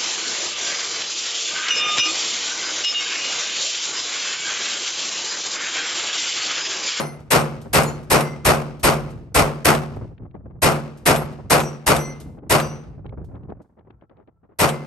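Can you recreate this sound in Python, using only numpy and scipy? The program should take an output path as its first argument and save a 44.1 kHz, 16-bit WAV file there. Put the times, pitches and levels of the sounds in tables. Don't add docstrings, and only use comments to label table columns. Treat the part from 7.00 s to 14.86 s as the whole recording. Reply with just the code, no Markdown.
import sys
import numpy as np
from scipy import signal
from scipy.fft import rfft, irfft, next_fast_len
from scipy.io import wavfile
from scipy.ndimage import uniform_filter1d

SR = 44100
rng = np.random.default_rng(int(sys.argv[2]) if len(sys.argv) > 2 else 0)


def inscribe(sig):
    pcm = np.round(np.clip(np.atleast_2d(sig).T, -1, 1) * 32767)
    wavfile.write(sys.argv[1], SR, pcm.astype(np.int16))


def rack_gain(trim_db):
    fader = np.asarray(trim_db, float)
    return 10 ** (fader / 20)


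N = 346626


def spectrum_axis(length):
    size = next_fast_len(length)
    return size, np.fft.rfftfreq(size, 1 / SR) + 1


def band(x, hz, octaves):
    size, f = spectrum_axis(x.shape[-1])
    bell = np.exp(-(np.log2(f / hz) / octaves) ** 4)
    return irfft(rfft(x, size) * bell, size)[..., :x.shape[-1]]


def slope(x, reach_hz, low_hz):
    size, f = spectrum_axis(x.shape[-1])
    shape = np.exp(-2 * np.sqrt(f / reach_hz)) / (1 + (low_hz / f) ** 3)
    return unit(irfft(rfft(x, size) * shape, size)[..., :x.shape[-1]])


def unit(x):
    return x / np.sqrt(np.mean(x ** 2))


def pair(size, likeness):
    mid, side = rng.standard_normal((2, size))
    c = np.clip(likeness, 0, 1)
    return np.sqrt((1 + c) / 2) * mid + np.sqrt((1 - c) / 2) * side * np.array([[1], [-1]])


def fade(t, t60):
    return np.exp(-np.log(1000) * t / t60)


def lean(db):
    return rack_gain(np.array([[db], [-db]]) / 2)


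def walk(rate, size):
    hold = int(SR / rate)
    steps = rng.standard_normal(size // hold + 1)
    return 1.2 * uniform_filter1d(np.repeat(steps, hold), hold)[:size]


def start(length):
    return np.zeros((2, N)), np.arange(length) / SR


def add(out, s, sound):
    i = int(s * SR)
    a, b = max(i, 0), min(i + sound.shape[-1], N)
    out[:, a:b] += sound[..., a - i:b - i]


def hum():
    return rack_gain(-90 + 5 * walk(6.7, N)) * unit(band(pair(N, 0.26), 1330, .03))


# t/s, rumble level/dB, flutter over rumble/dB
WIND_STRENGTH = [(0, -47, -6), (.9, -38, -7.5), (1.9, -41, -7.5), (2.16, -31, -7.5), (2.45, -50, -7.5),
                 (3.04, -31, -9), (3.2, -38, -6), (3.5, -38, -8), (3.96, -45, -7), (4.5, -38, -6),
                 (4.9, -52, -7.5), (5.26, -40, -1), (5.86, -42, -9), (6.1, -33, -10), (6.6, -41, -6),
                 (6.67, -66, 4), (6.87, -54, -6), (7.4, -60, -9)]


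def wind():
    t = np.arange(N) / SR
    s, rumble_points, over_points = np.transpose(WIND_STRENGTH)
    rumble_db = np.interp(t, s, rumble_points)
    flutter_db = np.interp(t, s, rumble_points + over_points)
    rasp_db = -60 + .6 * (flutter_db + 50)
    eddy, grain, puff = walk(45, N), walk(250, N), walk(14, N)

    rumble = unit(rack_gain(1.7 * eddy) * band(pair(N, 0.75), 84, 1.15))
    flutter = slope(rack_gain(3.0 * eddy + 3.0 * grain) * pair(N, 0.87), 60, 250)
    rasp = slope(rack_gain(4.0 * eddy + 4.0 * grain) * pair(N, .4), 130, 750)
    out = rack_gain(rumble_db + 1.5 * puff) * rumble
    out += rack_gain(flutter_db + 1.5 * puff) * flutter
    return out + rack_gain(rasp_db + 1.5 * puff) * rasp


# t/s, peak level/dB, length/ms, crackle level/dB
PORT_GUSTS = [(0.655, -29, 32, -20), (2.962, -27.5, 26, -16), (3.008, -30, 48, -19), (3.11, -38, 28, -24.5),
              (3.249, -36, 28, -19), (3.342, -29, 30, -17), (3.456, -31, 18, -29), (3.499, -39.5, 30, -15),
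              (3.554, -41.5, 26, -23), (4.386, -30, 30, -20), (5.37, -36, 40, -20), (5.43, -37.5, 29, -24),
              (5.978, -36.5, 27, -22), (6.042, -31, 30, -21), (6.123, -32, 35, -26),
              (6.168, -32.5, 50, -21), (6.308, -38.5, 39, -23), (6.344, -35, 42, -15),
              (6.488, -27, 55, -26), (6.593, -36, 36, -24), (6.768, -44, 55, -14), (6.861, -43, 36, -17),
              (6.899, -42, 25, -8), (7.011, -44, 55, -12), (7.095, -45, 50, -15), (7.168, -45, 80, -14),
              (7.274, -42.5, 30, -14), (7.43, -48, 37, -13), (7.488, -46.5, 35, -18), (7.515, -47, 30, -14)]


def gusts():
    out, t = start(6144)
    lead_s = .04
    for s, db, ms, crackle_db in PORT_GUSTS:
        shape = np.sin(np.pi * np.clip((t - lead_s) * 1000 / ms, 0, 1) ** .55)
        push = shape * rack_gain(4.0 * walk(300, len(t))) * pair(len(t), .5)
        buffet = slope(push, 110, 300)
        crackle = rack_gain(crackle_db + .3) * lean(5) * slope(push, 160, 1070)
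        share = np.sqrt(np.mean(shape ** 2))
        add(out, s - lead_s, share * rack_gain(db - 5) * (buffet + crackle))
    return out


# t/s, peak level/dB, left minus right/dB
GEAR_TICKS = [(3.1795, -46, 2), (3.3104, -56, 8), (5.3876, -52.5, 6), (6.0625, -40.5, 5), (6.093, -44.5, 1),
              (6.2432, -56.5, 2.5), (6.3544, -50, 5.0), (6.4333, -53.5, 3.5), (6.5011, -49, 10),
              (6.792, -56, 9.5), (6.905, -51.5, 11), (7.0115, -56, 11.0), (7.096, -56, 12.5),
              (7.1691, -59, 9), (7.2744, -57.5, 11)]


def gear():
    out, t = start(1024)
    shape = (1 - np.exp(-t / .0015)) ** 2 * fade(t, .018)
    for s, db, pan_db in GEAR_TICKS:
        tick = unit(band(pair(len(t), .3), 1700, 1.15))
        add(out, s - .001, rack_gain(db + 5) * lean(pan_db) * shape * tick)
    return out


# t/s, peak level/dB, length/ms
BANK_SLAPS = [(0.1994, -52, 12), (0.6137, -41.5, 15), (1.0291, -49, 16), (1.7943, -42.5, 18),
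              (2.1024, -46, 18), (2.9583, -52.5, 15), (3.972, -46, 18), (4.3221, -50.5, 15),
              (5.1988, -39, 25), (5.8134, -64, 16), (6.2424, -57, 18), (6.6164, -64, 17)]


def bank():
    out, t = start(8192)
    for s, db, ms in BANK_SLAPS:
        smear = np.exp(-(t * 1000 / ms) ** 2)
        shape = np.minimum(t / .003, 1) * (smear + rack_gain(-8) * fade(t, 0.52))
        add(out, s, rack_gain(db - 6) * shape * unit(band(pair(len(t), .6), 7000, 1.9)))
    return out


CASE_MODE_HZ = (2067, 2794, 4269, 4748, 5103, 5809, 6008, 6465, 6901, 7467, 7978, 8721, 10030, 11370)
CASE_MODE_T60 = (.85, .33, .45, .25, .41, .6, .55, .2, .22, .33, .4, .2, .6, .17)
# t/s, level/dB
CASE_KNOCKS = [
    [(-.02, -37), (1.2, -31), (4.98, -32), (5.2, -62), (7.7, -39)],
    [(5.62, -37.5)],
    [(-.01, -40), (.84, -39), (5.0, -41)],
    [(1.22, -38), (5.6, -33), (7.7, -46.5)],
    [(-.01, -40)],
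    [(1.22, -42), (4.61, -35), (4.97, -34), (5.61, -38)],
    [(-.01, -40), (.84, -43), (4.98, -30), (5.6, -36), (5.68, -44)],
    [(4.6, -27)],
    [(.845, -27)],
    [(.86, -46), (4.6, -39)],
    [(1.21, -42), (4.6, -41), (4.97, -38), (5.6, -45)],
    [(4.16, -36), (4.6, -34)],
    [(-.03, -27), (.84, -41), (1.21, -44), (4.6, -45), (4.95, -31), (5.62, -43)],
    [(4.15, -21), (4.6, -36), (4.97, -28), (5.6, -39)],
]


def cases():
    out, t = start(2 ** 14)
    swell = (1 - np.exp(-t / .018)) ** 2
    flight = np.exp(-(t / .19) ** 3) + rack_gain(-22)
    ear_turn = np.array([[0], [.2]])
    for hz, t60, knocks in zip(CASE_MODE_HZ, CASE_MODE_T60, CASE_KNOCKS):
        for s, db in knocks:
            turn, spin = rng.random(2)
            tumble_db = 3.1 * np.sin(2 * np.pi * (14 * t + spin + ear_turn))
            tumble = rack_gain(tumble_db + 2.2 * walk(60, len(t)))
            ring = np.sin(2 * np.pi * (hz * t + turn))
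            add(out, s, rack_gain(db) * swell * fade(t, t60) * flight * tumble * ring)
    return out


JINGLE_MODE_HZ = (7250, 7900, 8350, 9250, 9700, 10500, 10800, 11050, 11700, 12150)
# t/s, peak level/dB, low knock level/dB
BOLT_SLAMS = [(0.0094, -31, -4), (0.4094, -32.5, -7), (0.833, -16.5, -19), (1.2077, -17.5, -3),
              (1.548, -31, -3), (1.9411, -29.5, 1.5), (2.4494, -37.5, -12), (2.7483, -27.5, 7),
              (3.7194, -24.5, -1.5), (4.1597, -18.5, -3.5), (4.6024, -18.5, -1.5), (4.9639, -15, -6.5),
              (5.5994, -20.5, 0.5), (7.6894, -18.5, -1.5)]


def bolt():
    out, t = start(8192)
    jingle_shape = np.minimum(t / .004, 1) * fade(t, .17)
    for s, db, low_db in BOLT_SLAMS:
        crack = unit(band(pair(len(t), 0.81), 8300, 0.8)) * fade(t, .04)
        knock = rack_gain(low_db) * unit(band(pair(len(t), .6), 1800, 1.3)) * fade(t, 0.066)
        size, detune, turn = rng.standard_normal((3, len(JINGLE_MODE_HZ), 1))
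        hz = np.array(JINGLE_MODE_HZ)[:, None] * (1 + .006 * detune)
        parts = rack_gain(-18 + 4.2 * size) * np.sin(2 * np.pi * (hz * t + turn))
        jingle = np.sum(parts, axis=0) * jingle_shape
        add(out, s, rack_gain(db - 5) * (crack + rack_gain(2.5) * knock + jingle))
    return out


PANEL_MODE_HZ = (145, 156, 226, 365, 403, 459, 534, 748, 873, 1007, 1083)
# level/dB, t60/s, right lag/radians
PANEL_MODES = [(-16, .85, .6), (-18, .7, -.6), (-21, .8, 0.3), (-27, .8, .9), (-28, 0.63, .9),
               (-26.5, 0.65, -.7), (-21, .5, .7), (-20, .35, .7), (-28, 0.59, 0.8), (-27.5, 0.34, .7),
               (-25, 0.34, -.7)]


def panel_boom(t):
    swell = 1 - np.exp(-(t / .04) ** 2)
    peak_s = .062
    boom = 0
    for i, (hz, (db, t60, lag)) in enumerate(zip(PANEL_MODE_HZ, PANEL_MODES)):
        phase = (i - .5) ** 2 + np.array([[0], [lag]])
        boom = boom + rack_gain(db) * fade(t, t60) * np.cos(2 * np.pi * hz * (t - peak_s) - phase)
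    return swell * boom


# f/Hz, level/dB, rise/ms, hold/ms, t60/s,
# late field level/dB, late t60/s, likeness/0-1, left minus right/dB
BLAST_BANDS = [
    (116, -12, 12, 52, 0.19, -28, .8, 0.5, 0.6),
    (244.7, -11.5, 14, 47, 0.23, -5.5, 1, 0.7, 1.5),
    (485, -7.5, 7.7, 68, 0.27, -7.5, 0.84, .6, 0.7),
    (938, -6.5, 8.5, 67.6, 0.28, -11, 0.8, 0.39, 1.5),
    (1856, -7, 6, 47, 0.25, -17, 0.85, 0.2, 1),
    (3900, -11.5, 5.4, 40, 0.21, -17, 0.78, 0.4, 5),
    (7000, -13.5, 2.3, 45, 0.22, -18.5, 0.72, 1, -2),
    (11200, -5, 6, 13, 0.23, -33, 0.55, 0.63, 8.64),
]


def blast(t):
    out = 0
    for hz, db, rise_ms, hold_ms, t60, late_db, late_t60, likeness, pan_db in BLAST_BANDS:
        rise = (1 - np.exp(-t * 1000 / rise_ms)) ** 2
        early = fade(np.maximum(t - hold_ms / 1000, 0), t60)
        end_db = -1 / (1 + (hz / 1500) ** 2)
        early = early * rack_gain(end_db / (1 + np.exp((.075 - t) / .004)))
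        late = rack_gain(late_db) * fade(t, late_t60)
        noise = unit(band(pair(len(t), likeness), hz, 0.74))
        out = out + rack_gain(db) * lean(pan_db) * rise * (early + late) * noise
    return out * rack_gain(.8 * walk(40, len(t)) + 2.2 * walk(400, len(t)))


def cracks():
    out, t = start(2048)
    front = np.exp(-((t - .008) / .006) ** 2)
    for s, *_, crack_db in RIFLE_SHOTS:
        add(out, s - .004, rack_gain(crack_db - 3) * front * unit(band(pair(len(t), 1), 15000, .08)))
    return out


SHOT_BEFORE = (-0.08, -16, 0.4, -21.5, -50)
# t/s, peak level/dB, sameness with the other shots/0-1, thump level/dB, top crack level/dB
RIFLE_SHOTS = [(0.309, -10, 0.8, -17.5, -40.5), (0.734, -10, 0.6, -14.5, -40.5),
               (1.105, -10, 0.7, -16.5, -39), (1.452, -10, 0.6, -10, -58.5), (1.835, -10.5, 0.7, -10, -42),
               (2.349, -10.5, 0.47, -8.5, -45.5), (2.651, -10, 0.2, -12, -41),
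               (3.623, -10.5, 0.6, -12.5, -74.5), (4.06, -10.5, 0.6, -16, -42.5),
               (4.503, -11, 0.6, -15, -40.5), (4.867, -11, 0.8, -11, -73.5), (5.5, -11, 0.77, -12, -43),
               (7.592, -12, 0.87, -16, -40)]


def rifle():
    out, t = start(24576)
    reach = np.cos(np.pi / 2 * (t / t[-1]) ** 3)
    shelter = blast(t)
    boom = rack_gain(13) * panel_boom(t)
    thump_shape = np.minimum(t / .025, 1) * fade(t, .5)
    for s, db, same, thump_db, _ in [SHOT_BEFORE, *RIFLE_SHOTS]:
        same = np.clip(same, 0, 1)
        answer = same * shelter + np.sqrt(1 - same ** 2) * blast(t)
        thump = rack_gain(thump_db) * thump_shape * unit(band(pair(len(t), .7), 65, .7))
        add(out, s - .006, rack_gain(db) * reach * (answer + boom + thump))
    return out


# f/Hz, level/dB
TOP_LOSS = [(11500, -2), (12500, -9.5), (13200, -23.5), (13600, -56.5)]


def scene():
    size, f = spectrum_axis(N)
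    top_hz, top_db = np.transpose(TOP_LOSS)
    top = rack_gain(np.interp(np.log(f), np.log(top_hz), top_db))
    near = hum() + wind() + gusts() + gear() + bank() + cases() + bolt() + rifle()
    near = np.tanh(.8 * near) / .8
    hiss = rack_gain(-98) * pair(N, .3)
    return irfft(rfft(near, size) * top, size)[:, :N] + cracks() + hiss


def top_cut(x):
    return signal.sosfilt(signal.butter(12, 16950, fs=SR, output="sos"), x)


def record(dry):
    size, f = spectrum_axis(N)
    port_lag_s, treble_lead_s = .000022, .000294
    left, right = rfft(dry, size)
    share = 1 / (1 + (8200 / f) ** 16)
    own = (1 - share) * right * np.exp(-2j * np.pi * f * port_lag_s)
    shared = share * left * np.exp(2j * np.pi * f * treble_lead_s)
    mix = irfft(np.array([left, own - shared]), size)[:, :N]
    return top_cut(mix)


dry = scene()
out = record(dry)
inscribe(out)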